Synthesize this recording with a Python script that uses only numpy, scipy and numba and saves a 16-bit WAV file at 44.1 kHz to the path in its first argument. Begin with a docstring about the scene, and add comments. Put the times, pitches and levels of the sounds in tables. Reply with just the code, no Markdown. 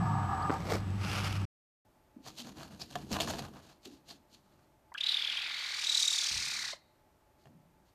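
"""A wild kitten scrabbles on wooden boards, then gives a long hiss in two surges: its throat flutters
35-41 times a second, and each puff of air carries an arching whistle through the open mouth.
Claws are catching, slipping noise; knocks ring the modes of the wood; a small room answers.
Before that, outdoors, an engine hums in sines, an insect whines and clothing rustles in patchy noise;
this stops dead, and after a short silence the room's still air opens."""
import sys
import numpy as np
from scipy import signal
from scipy.fft import rfft, irfft, next_fast_len
from scipy.io import wavfile
from scipy.ndimage import uniform_filter1d
from numba import njit

SR = 44100
rng = np.random.default_rng(int(sys.argv[2]) if len(sys.argv) > 2 else 0)


def wav_out(sig):
    """Save sig, one row per channel (or a flat mono array), as 16-bit PCM at SR to the path in sys.argv[1]."""
    wavfile.write(sys.argv[1], SR, np.round(np.clip(np.atleast_2d(sig).T, -1, 1) * 32767).astype(np.int16))


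N = 350154
T = np.arange(N) / SR

# when the outdoors stops and the room's air opens
CUT_S, ROOM_S = 1.452, 1.85

# engine hum, before its waver: t/s, f/Hz, level/dB
ENGINE_HUM = [(0, 111.2, -35.5), (.15, 103.5, -35), (.3, 90.7, -39), (.6, 94.3, -46.5), (.72, 98.35, -38.5),
              (.98, 97.7, -34), (1.06, 97, -40.5), (1.44, 99.4, -33)]
# a second drone that sinks away, before its waver: t/s, f/Hz, level/dB
SINKING_DRONE = [(0, 162.5, -33.5), (.12, 153, -36.5), (.28, 140.5, -43), (.5, 122.9, -45.5),
                 (.7, 120.8, -54)]
# resonances of the hollow rush: f/Hz, width/Hz, level/dB
RUSH_MODES = [(769.5, 90, 7), (911, 68, 6.5), (1200, 145, 6), (1420, 110, -12.5), (1688, 63, -2.5)]
# colour of the outdoor air: f/Hz, level/dB
OUTDOOR_COLOUR = [(15, -55), (25, -28.5), (63, -13), (99, -16.5), (126, -13.5), (202, -11.5), (250, -25),
                  (293, -17.5), (414, -31.5), (1190, -38.5), (1510, -37), (2780, -41.5), (14000, -64)]
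# colour of the rustles: f/Hz, level/dB
RUSTLE_COLOUR = [(88, -35.5), (150, -3), (257, 0.5), (589, 2), (883, -3), (1200, -4.5), (1600, -11.5),
                 (2230, -9), (2700, -17.5), (4910, -15.5), (10400, -31), (15000, -30)]
# colour of the sliding cloth: f/Hz, level/dB
SLIDE_COLOUR = [(180, -21.5), (300, -10.5), (669, -10), (788, -6.5), (975, -11.5), (1350, -2.5),
                (1700, -11.5), (2780, -7), (3920, -17), (4930, -12.5), (7790, -26), (10600, -26.5),
                (15000, -36)]
# rustling clothes: t/s, level/dB, hold/s, release/s
RUSTLES = [(0, -54.5, 0.63, .1), (.51, -45.5, .025, 0.18), (.705, -33, .06, 0.043)]
# cloth sliding on cloth: t/s, level/dB, hold/s, release/s
SLIDES = [(1.04, -42.5, 0.079, 0.074), (1.14, -38, 0.052, 0.18), (1.25, -37.5, .03, 0.17)]
CLOTH_ATTACK_S = .09
# a single bird chip: t/s, peak level/dB, top f/Hz, length/s
BIRD_CHIP = [(.42, -48.5, 4840, 0.017)]
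# bumps on the microphone body: t/s, peak level/dB
BUMPS = [(0.497, -16), (0.504, -15), (0.515, -27)]
# tiny ticks of twigs: t/s, peak level/dB
TWIG_TICKS = [(.553, -43), (.904, -43), (1.327, -29)]
# the hollow rush of air holds, then drops away
RUSH_DB, RUSH_FAINT_DB, RUSH_UNTIL_S, RUSH_RELEASE_S = -36, -53.5, 0.52, 0.17
# the insect sings out, then carries on faintly
INSECT_DB, INSECT_FAINT_DB, INSECT_UNTIL_S, INSECT_RELEASE_S = -63, -71.5, .5, .2

# colour of the room's still air: f/Hz, level/dB
ROOM_COLOUR = [(15, -43), (25, -9), (80, -6), (225, -13), (363, -9), (460, -18.5), (599, -11.5),
               (868, -16.5), (1260, -20.5), (1680, -24), (3440, -31.5), (11000, -36.5), (14000, -32.5)]
ROOM_AIR_DB = -68.35
# echoes from the boards of the corner: delay/ms, level/dB
CORNER_ECHOES = [(1.298, -27.5), (3.4, -18.5), (5.6, -18)]

# soft paw falls: t/s, peak level/dB, f/Hz, t60/s
PAW_FALLS = [(2.162, -41.5, 241, 0.23), (2.39, -45.5, 250, 1), (2.955, -58, 283, 0.11),
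             (3.11, -28, 222, 0.077), (3.855, -44, 290, 0.3), (4.09, -53, 257, 0.39),
             (6.31, -45, 74.4, 0.55), (6.331, -48.5, 138, 0.56), (7.459, -52.5, 171, 0.96)]
# paws scuffing the boards: t/s, hold/s, claw scrape level/dB, wood grind level/dB, rumble level/dB
SCUFFS = [(2.261, 0.025, -52, -57.5, -54.5), (2.386, 0.014, -47.5, -58.5, -63),
          (2.455, 0.037, -56.5, -56.5, -51.5), (2.572, 0.08, -57.5, -54.5, -53),
          (2.722, 0.018, -59, -56, -53), (2.808, 0.0085, -49.5, -55, -53), (2.906, 0.019, -56, -59.5, -57),
          (2.958, 0.072, -60.5, -59, -48), (3.127, 0.0068, -40, -44.5, -38),
          (3.153, 0.019, -51, -36.5, -44), (3.213, .01, -41.5, -45.5, -41),
          (3.283, 0.017, -43.5, -41.5, -40), (3.325, 0.075, -53, -51.5, -49), (3.421, 0.026, -58, -50, -50),
          (3.539, 0.052, -66, -57.5, -58.5), (3.628, 0.1, -64.5, -64.5, -75),
          (3.853, 0.0049, -54.5, -64, -66), (3.913, .04, -64, -70.5, -66), (4.088, 0.038, -56.5, -64, -65),
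          (4.328, 0.015, -60.5, -76, -67), (4.446, 0.2, -80.5, -78, -71), (6.374, 0.25, -77, -77, -66.5),
          (7.393, .08, -77.5, -87, -79), (7.867, 0.03, -77, -83, -84)]
# a scuff swells and dies quickly; the boards rumble on
SCUFF_ATTACK_S, SCUFF_RELEASE_S, RUMBLE_ATTACK_S, RUMBLE_RELEASE_S = 0.032, .06, 0.027, 0.22
# colour of the claws: f/Hz, level/dB
SCRAPE_COLOUR = [(900, -39), (2000, -12), (2700, -3.5), (3700, -1), (4400, 3), (5400, -5), (6700, -2.5),
                 (8000, -11), (10500, -14), (13000, -15)]
# colour of the ground wood: f/Hz, level/dB
GRIND_COLOUR = [(250, -31), (480, 2), (690, 8), (900, 4.5), (1150, 2), (1400, -1), (1650, -1),
                (2100, -14.5), (3000, -11), (4500, -38)]
# low resonances of the boards: f/Hz, width/Hz, level/dB
RUMBLE_MODES = [(87, 26, -0.5), (141, 13, 6.5), (197.6, 26, -0.5), (261.6, 17, -4.5), (315.4, 28, 2),
                (400.4, 19, -8), (478, 30, -10)]
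# claw and wood knocks: t/s, level/dB, then against it body level/dB and untrimmed crack level/dB
KNOCKS = [(2.264, -33.5, -4.5, -25), (2.378, -34, -25, -3), (2.401, -28, -33, -1.5),
          (2.816, -28, -13.5, -9), (2.928, -46, -20, 3), (2.955, -20, -6.5, -7), (2.961, -23, -8.5, -14),
          (3.123, -46, -15, -15), (3.166, -23.5, -10, -4.5), (3.202, -13, -13.5, -3.5),
          (3.206, -15.5, -19, -1), (3.275, -24.5, -8.5, -15), (3.29, -39, -16, -8),
          (3.336, -25.5, -8, -10.5), (3.392, -27, -4, -2), (3.855, -31, -33, -2.5),
          (4.105, -32.5, -15.5, -6), (4.321, -58, -26, -13), (4.347, -44, -18, 3),
          (7.456, -38.5, -12, -13.5), (7.471, -49, -0.5, -9)]
# modes of the boards, before each knock's small detuning: f/Hz, t60/s, level/dB
BOARD_MODES = [(421, 0.14, -6), (635, 0.046, 1.5), (696, 0.094, 4.5), (814, 0.061, -1.5),
               (1030, 0.027, 2.5), (1170, 0.013, -2), (1760, 0.02, 3.5)]
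# single claw scratches: t/s, peak level/dB, f/Hz, length/s
SCRATCHES = [(2.373, -38, 3700, 0.046), (2.8, -32.5, 4730, 0.033), (3.121, -31.5, 5800, 0.018),
             (3.273, -36, 6540, 0.058), (4.094, -35, 4470, .025)]

# small squeaks as the hiss starts and closes: t/s, peak level/dB, top f/Hz, length/s
SQUEAKS = [(4.917, -44.5, 1030, 0.011), (4.944, -35.5, 1685, 0.018), (6.731, -39.5, 670, 0.0095)]
# tick of the parting lips: t/s, peak level/dB
LIP_TICKS = [(4.941, -39.5)]
# flutter of the throat, in steps: start t/s, puff rate f/Hz
FLUTTER = [(4.926, 34.7), (5.07, 38.8), (5.276, 40.7), (5.669, 39.2), (5.873, 38.2), (6.135, 37.1),
           (6.485, 35.6)]
# effort, as the whistle's aim at the crest of a puff: t/s, f/Hz
EFFORT = [(4.98, 3150), (5.085, 4020), (5.21, 3420), (5.42, 3000), (5.52, 2300), (5.78, 2350), (5.87, 3650),
          (5.97, 3950), (6.3, 3170), (6.5, 2650), (6.59, 2250), (6.71, 1900), (6.735, 1050)]
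# mouth opening: t/s, main resonance f/Hz, upper resonance level against it/dB
MOUTH = [(4.95, 3050, -16), (5.08, 3430, -3), (5.42, 3410, -17), (5.6, 3610, -7), (6.28, 3950, 0.5),
         (6.45, 4020, -18), (6.7, 4300, -23)]
# colour of the throat: f/Hz, level/dB
THROAT_COLOUR = [(200, -21), (550, -13.5), (800, -10.5), (1200, -4.5), (1700, -4.5), (2200, -1), (2700, -6),
                 (3200, -13), (4500, -24)]
# colour of the air over the teeth: f/Hz, level/dB
TEETH_COLOUR = [(3000, -44.5), (4700, -4.5), (5500, 6.5), (6500, 5.5), (7900, 0.5), (9000, 2), (11000, -16),
                (13300, -7), (16000, -25.5)]
HISS_START_S, HISS_END_S, HISS_ATTACK_S, HISS_RELEASE_S = 4.98, 6.734, .012, .04
# at first the throat chokes between puffs: depth of the gaps, and how long they last into the hiss
GAP_DB, GAPS_LAST_S = 15.5, 0.074
# above this pitch the whistle leaves the throat's resonance and rings the mouth ever harder
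STRAIN_FROM_HZ, MOUTH_DB_PER_KHZ, THROAT_DB_PER_KHZ = 2730, 9, -2
# levels of mouth and throat at no strain
MOUTH_DB, THROAT_DB = -42.5, -44
# as the effort slackens below this pitch the hiss fades and the whistle stands clearer of the breath
SLACK_FROM_HZ, SLACK_DB_PER_KHZ, CLEAR_DB_PER_KHZ = 2200, -6.5, 6.5
WHISTLE_DB = -1.5  # against the breath, at the crest of a puff with no slack
# the teeth are bared in the second surge: moment and level of the widest snarl, opening and relaxing
SNARL_S, SNARL_DB, SNARL_ATTACK_S, SNARL_RELEASE_S = 5.997, -35.5, 0.32, 1.12
UPPER_MOUTH_HZ = 4510
TOP_HZ = 14000


def undb(db):
    """Decibels to gain."""
    return 10 ** (np.asarray(db) / 20)


def unit(x):
    """Scale to rms 1."""
    return x / np.sqrt(np.mean(x ** 2))


def curves(rows):
    """The columns of a table as straight lines in time."""
    s, *columns = np.transpose(rows)
    return [np.interp(T, s, c) for c in columns]


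def between(start, end):
    """A gate with 4 ms edges."""
    gate = ((T >= start) & (T < end)) * 1.
    return uniform_filter1d(gate, size=176)


def envelope(s, attack, hold, release, t=T):
    """Full level from s for the hold; attack and release are the times for a change of 20 dB."""
    before, after = (s - t) / attack, (t - s - hold) / release
    return 10 ** -np.minimum(np.maximum(np.maximum(before, after), 0), 10)


def strokes(rows, attack):
    """Joint level of overlapping (s, dB, hold s, release s) strokes, summed as power."""
    t = T[::32]  # a coarse clock is enough for levels
    power = sum((undb(db) * envelope(s, attack, hold, release, t)) ** 2 for s, db, hold, release in rows)
    return np.interp(T, t, np.sqrt(power))


def subside(loud_db, faint_db, until, release):
    """A level that holds, then sinks to a faint rest."""
    return np.maximum(undb(loud_db) * envelope(0, 1, until, release), undb(faint_db))


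def fade(t, t60):
    """Exponential decay, 60 dB in t60 seconds."""
    return np.exp(-np.log(1000) * t / t60)


def noise():
    """White noise."""
    return rng.standard_normal(N)


def walk(rate):
    """Random drift: points at the given rate joined by lines; it rests once 4000 are used up."""
    return 1.2 * np.interp(T * rate, np.arange(4000), rng.standard_normal(4000))


def grains(patchy_db, rate):
    """Friction: noise whose level jumps about as it catches and slips."""
    return noise() * undb(patchy_db * walk(rate))


def colour(x, points):
    """Shape a sound by (Hz, dB) points, straight on a log-pitch axis; rms 1."""
    hz, db = np.transpose(points)
    size = next_fast_len(N)
    f = np.maximum(np.fft.rfftfreq(size, 1 / SR), 1)
    gain = undb(np.interp(np.log(f), np.log(hz), db))
    return unit(irfft(rfft(x, size) * gain, size)[:N])


@njit
def svf(x, hz, width):
    """Band-pass (state-variable filter) whose centre may move."""
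    y, b, l = np.empty(len(x)), 0., 0.
    for i in range(len(x)):
        g, k = np.tan(np.pi * min(hz[i], .45 * SR) / SR), width / hz[i]
        v = (b + g * (x[i] + 1e-18 - l)) / (1 + g * (g + k))
        b, l, y[i] = 2 * v - b, l + 2 * g * v, k * v
    return y


def band(x, hz, width):
    """A resonance applied twice, for steep sides."""
    hz = hz + np.zeros(len(x))
    return svf(svf(x, hz, float(width)), hz, float(width))


def cavity(x, hz, width):
    """A moving resonance, run backward then forward to keep the phase and blend with its neighbours."""
    backward = svf(x[::-1].copy(), hz[::-1].copy(), float(width))
    return svf(backward[::-1].copy(), hz, float(width))


def resonate(x, modes):
    """A sum of (Hz, width, dB) resonances."""
    return sum(undb(db) * band(x, hz, width) for hz, width, db in modes)


def add(out, s, x, db):
    """Mix a short sound in at time s, with its peak at db."""
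    i = int(s * SR)
    out[i:i + len(x)] += (x * undb(db) / np.abs(x).max())[:N - i]


def tone(rows, second_db, waver):
    """A wavering hum with its octave."""
    hz, db = curves(rows)
    phase = 2 * np.pi * np.cumsum(hz * (1 + waver * walk(40))) / SR
    hum = unit(np.sin(phase) + undb(second_db) * np.sin(2 * phase))
    return hum * undb(db + 0.48 * walk(24.68))


def engine():
    """Engine hum and a second drone, each a wavering sine with a weaker octave."""
    return tone(ENGINE_HUM, second_db=-13.5, waver=0.018) + tone(SINKING_DRONE, second_db=-24.5, waver=0.073)


def rush():
    """A hollow rush of air: noise through a few resonances."""
    level = subside(RUSH_DB, RUSH_FAINT_DB, RUSH_UNTIL_S, RUSH_RELEASE_S)
    return unit(resonate(noise(), RUSH_MODES)) * level * undb(1.4 * walk(33))


def insect():
    """A thin, high whine: one sine trembling in pitch and level."""
    whine = np.sin(2 * np.pi * np.cumsum(7880 + 35 * walk(300)) / SR)
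    level = subside(INSECT_DB, INSECT_FAINT_DB, INSECT_UNTIL_S, INSECT_RELEASE_S)
    return unit(whine) * level * undb(walk(50))


def clothes():
    """Cloth rustling and sliding: patchy friction noise in two colours."""
    rustle = colour(grains(patchy_db=3.5, rate=440), RUSTLE_COLOUR)
    slide = colour(grains(patchy_db=2.0, rate=630) * undb(1.3 * walk(70)), SLIDE_COLOUR)
    return rustle * strokes(RUSTLES, CLOTH_ATTACK_S) + slide * strokes(SLIDES, CLOTH_ATTACK_S)


def chirps(rows, bend=0.47):
    """Short whistles with a faint octave that arch up and down."""
    out = np.zeros(N)
    for s, db, hz, length in rows:
        arch = np.sin(np.linspace(0, np.pi, int(length * SR)))
        phase = 2 * np.pi * np.cumsum(hz * (1 - bend + bend * arch)) / SR
        add(out, s, arch * (np.sin(phase) + undb(-11.5) * np.sin(2 * phase)), db)
    return out


def bumps():
    """Dull bumps on the microphone body: a sharp decay through two broad resonances."""
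    out, t = np.zeros(N), T[:4000]
    for s, db in BUMPS:
        thump = resonate(fade(t, 0.0029), [(297, 730, 0), (1070, 1400, -2)])
        add(out, s, band(thump, 550, 3600), db)
    return out


def ticks(rows):
    """Tiny dry clicks: quickly fading bursts of bright noise."""
    out, t = np.zeros(N), T[:SR // 20]
    for s, db in rows:
        burst = rng.standard_normal(len(t)) * fade(t, 0.0092)
        add(out, s, band(burst, 3300, 8000), db)
    return out


def outdoors():
    """Everything outdoors over a bed of coloured air, stopped dead by a gate."""
    air = colour(noise(), OUTDOOR_COLOUR) * undb(-41.0)
    out = engine() + rush() + insect() + air + clothes()
    return (out + chirps(BIRD_CHIP) + bumps() + ticks(TWIG_TICKS)) * between(0, CUT_S)


def room_air():
    """Still air as coloured noise, with a fan whine of two narrow resonances."""
    still = colour(noise(), ROOM_COLOUR) * undb(ROOM_AIR_DB)
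    fan = unit(resonate(noise(), [(602, 23, -10.0), (863.0, 22.1, -1.5)])) * undb(-77)
    return (still + fan) * between(ROOM_S, N / SR + 1)


def room(x, t60=0.19, wet_db=-16.5, late_t60=0.74, late_db=-35):
    """A short furnished-room tail and a faint longer ring, made of decaying noise, over the still air."""
    t = T[:SR]
    early = band(rng.standard_normal(len(t)), 2600, 11000) * fade(t, t60) * (t > .003)
    late = resonate(rng.standard_normal(len(t)), [(2080, 900, -2), (4010, 880, 0)]) * fade(t, late_t60)
    tail = (undb(wet_db) * unit(early) + undb(late_db) * unit(late)) / np.sqrt(len(t))
    return x + signal.fftconvolve(x, tail)[:N] + room_air()


def paws():
    """Padded paws only thud: fading noise through one low resonance, half a second at most."""
    out, t = np.zeros(N), T[:SR // 2]
    for s, db, hz, t60 in PAW_FALLS:
        add(out, s, band(rng.standard_normal(len(t)) * fade(t, t60), hz, 89), db)
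    return out


def scrabble(snags_hz=70, snag_db=16, ring_db=0):
    """Claws scrape in uneven slips, snag and grind the wood, while the body rumbles over the boards."""
    claws = strokes([(s, db, hold, SCUFF_RELEASE_S) for s, hold, db, _, _ in SCUFFS], SCUFF_ATTACK_S)
    grind = strokes([(s, db, hold, SCUFF_RELEASE_S) for s, hold, _, db, _ in SCUFFS], SCUFF_ATTACK_S)
    weight = strokes([(s, db, hold, RUMBLE_RELEASE_S) for s, hold, _, _, db in SCUFFS], RUMBLE_ATTACK_S)
    slips = grains(patchy_db=3.5, rate=1100) * undb(2 * walk(130))
    snags = (rng.random(N) < snags_hz / SR) * noise() * undb(snag_db)
    boards = colour(noise(), [(30, -12.5), (70, 1.5), (110, -4), (220, 5.0), (320, -7.5), (450, -7), (900, -34.5)])
    boards = unit(boards + undb(ring_db) * unit(resonate(noise(), RUMBLE_MODES)))
    scrape = colour(slips + snags, SCRAPE_COLOUR) * claws
    return scrape + colour(slips, GRIND_COLOUR) * grind + boards * weight


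def board_ring(t):
    """The boards' modes as decaying sines, a little different in pitch and level at every knock."""
    ring = np.zeros(len(t))
    for hz, t60, db in BOARD_MODES:
        gain = undb(db + rng.standard_normal())
        turns = hz * rng.normal(1, 0.033) * t + rng.random()
        ring += gain * fade(t, t60) * np.sin(2 * np.pi * turns)
    return ring


def knocks(crack_t60=0.021, crack_trim_db=-4.0):
    """Claws crack on the wood, a burst of bright noise, and ring its modes."""
    out, t = np.zeros(N), T[:SR // 2]
    crack_modes = [(3070, 1740, 2.5), (4130, 390, -2), (6370, 2060, -4.5), (12700, 1200, -11.0)]
    for s, db, body_db, crack_db in KNOCKS:
        add(out, s, board_ring(t), db + body_db)
        crack = resonate(rng.standard_normal(len(t)) * fade(t, crack_t60), crack_modes)
        add(out, s, crack, db + crack_db + crack_trim_db)
    return out


def scratches(slips_hz=450):
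    """A claw catches and slips on the grain, random impulses ringing one resonance."""
    out = np.zeros(N)
    for s, db, hz, length in SCRATCHES:
        size = int(length * SR)
        slips = (rng.random(size) < slips_hz / SR) * rng.uniform(.5, 1, size)
        slips = slips + 0.017 * rng.standard_normal(size)
        add(out, s, band(slips * np.hanning(size), hz, 1750), db)
    return out


def puffs(rise, fall):
    """Air pressure in the fluttering throat, 0 to 1: it builds slowly to a crest and collapses."""
    s, hz = np.transpose(FLUTTER)
    rate_hz = hz[np.maximum(np.searchsorted(s, T) - 1, 0)]
    turns = np.cumsum(rate_hz) / SR
    phase = (turns - np.interp(s[0], T, turns) + .012 * walk(50)) % 1  # the crest lies at 0
    building = np.maximum(1 - (1 - phase) / rise, 0)
    collapsing = np.maximum(1 - phase / fall, 0)
    return np.sin(np.pi / 2 * np.maximum(building, collapsing)) ** 2.4


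def whistle(pressure, crest_hz, low_hz=780, skip_hz=3200, skip_width_hz=330, upper_db=8):
    """Pitch follows the pressure, skipping over an unstable zone into a louder, purer upper register."""
    hz = low_hz + (crest_hz - low_hz) * pressure
    hz = hz * (1 + .03 * walk(70) + .016 * walk(600))
    offset = (hz - skip_hz) / skip_width_hz
    hz = hz + skip_width_hz * offset * np.exp(-offset ** 2 / 2)  # pushed away from the zone
    upper = (1 + np.tanh(4 * offset)) / 2
    phase = 2 * np.pi * np.cumsum(hz) / SR
    overtones = sum(undb(db) * np.sin(k * phase) for k, db in [(2, 0), (3, -5), (4, -12)])
    voice = undb(upper_db * upper) * np.sin(phase) + overtones
    return voice * undb(3 * pressure + 2.5 * walk(110))


def throat_breath(pressure):
    """Coloured noise swelling with each puff; the narrowed throat passes fewer lows."""
    breath = colour(noise(), [(200, 0.5), (900, 3), (4000, 6.5), (14000, -4.5)])
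    breath = breath * undb(3 * pressure + 1.5 * walk(250))
    return breath - pressure * cavity(breath, np.full(N, 900.), 1900)


def steady(x):
    """Hold the level near 1 over a few puffs, keeping the flutter."""
    power = uniform_filter1d(uniform_filter1d(x ** 2, size=2300), size=1150)
    return x / np.sqrt(np.abs(power) + 1e-12)


def mouth_cavity(air, main_width_hz=1200, upper_width_hz=1000, fizz_db=-28):
    """Two resonances of the open mouth, the main one moving, plus air brushing past the lips."""
    main_hz, upper_db = curves(MOUTH)
    main = cavity(air, main_hz, main_width_hz)
    upper = undb(upper_db) * cavity(air, np.full(N, UPPER_MOUTH_HZ * 1.), upper_width_hz)
    fizz = unit(band(noise(), 9500, 8100)) * undb(fizz_db)
    return steady(main + upper) + fizz


def kitten(trough_db=-8):
    """Each puff bends a whistle up and down; whistle and breath ring the throat, mouth and teeth."""
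    pressure = puffs(rise=.68, fall=.33)
    crest_hz, = curves(EFFORT)
    strain_khz = np.maximum(crest_hz - STRAIN_FROM_HZ, 0) / 1000
    slack_khz = np.maximum(SLACK_FROM_HZ - crest_hz, 0) / 1000
    breath = throat_breath(pressure)
    whistle_db = WHISTLE_DB + CLEAR_DB_PER_KHZ * slack_khz + trough_db * (1 - pressure) ** 2
    air = breath + whistle(pressure, crest_hz) * undb(whistle_db)
    mouth = mouth_cavity(air) * undb(MOUTH_DB + MOUTH_DB_PER_KHZ * strain_khz)
    throat = steady(colour(air, THROAT_COLOUR)) * undb(THROAT_DB + THROAT_DB_PER_KHZ * strain_khz)
    snarl = undb(SNARL_DB) * envelope(SNARL_S, SNARL_ATTACK_S, 0, SNARL_RELEASE_S)
    teeth = steady(colour(air, TEETH_COLOUR)) * snarl
    choke = np.exp(-(np.maximum(T - HISS_START_S, 0) / GAPS_LAST_S) ** 2)
    gaps = undb(-GAP_DB * (1 - pressure) * choke)
    flow = envelope(HISS_START_S, HISS_ATTACK_S, HISS_END_S - HISS_START_S, HISS_RELEASE_S)
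    flow = flow * undb(SLACK_DB_PER_KHZ * slack_khz)
    return (mouth + throat + teeth) * gaps * flow + chirps(SQUEAKS) + ticks(LIP_TICKS)


def corner(x):
    """The wooden walls close around the kitten each throw back one early echo."""
    return x + sum(undb(db) * np.interp(T - ms / 1000, T, x) for ms, db in CORNER_ECHOES)


def scene():
    """First the outdoors, then the kitten in its corner of the room."""
    garden = outdoors()
    hiss = corner(kitten())
    boards = scrabble() + scratches() + knocks() + paws()
    return (garden + room(hiss + boards))[None]


def record(dry):
    """A steep low-pass cuts the top of the treble."""
    return signal.sosfilt(signal.ellip(8, .2, 70, TOP_HZ, fs=SR, output="sos"), dry)


dry = scene()
out = record(dry)
wav_out(out)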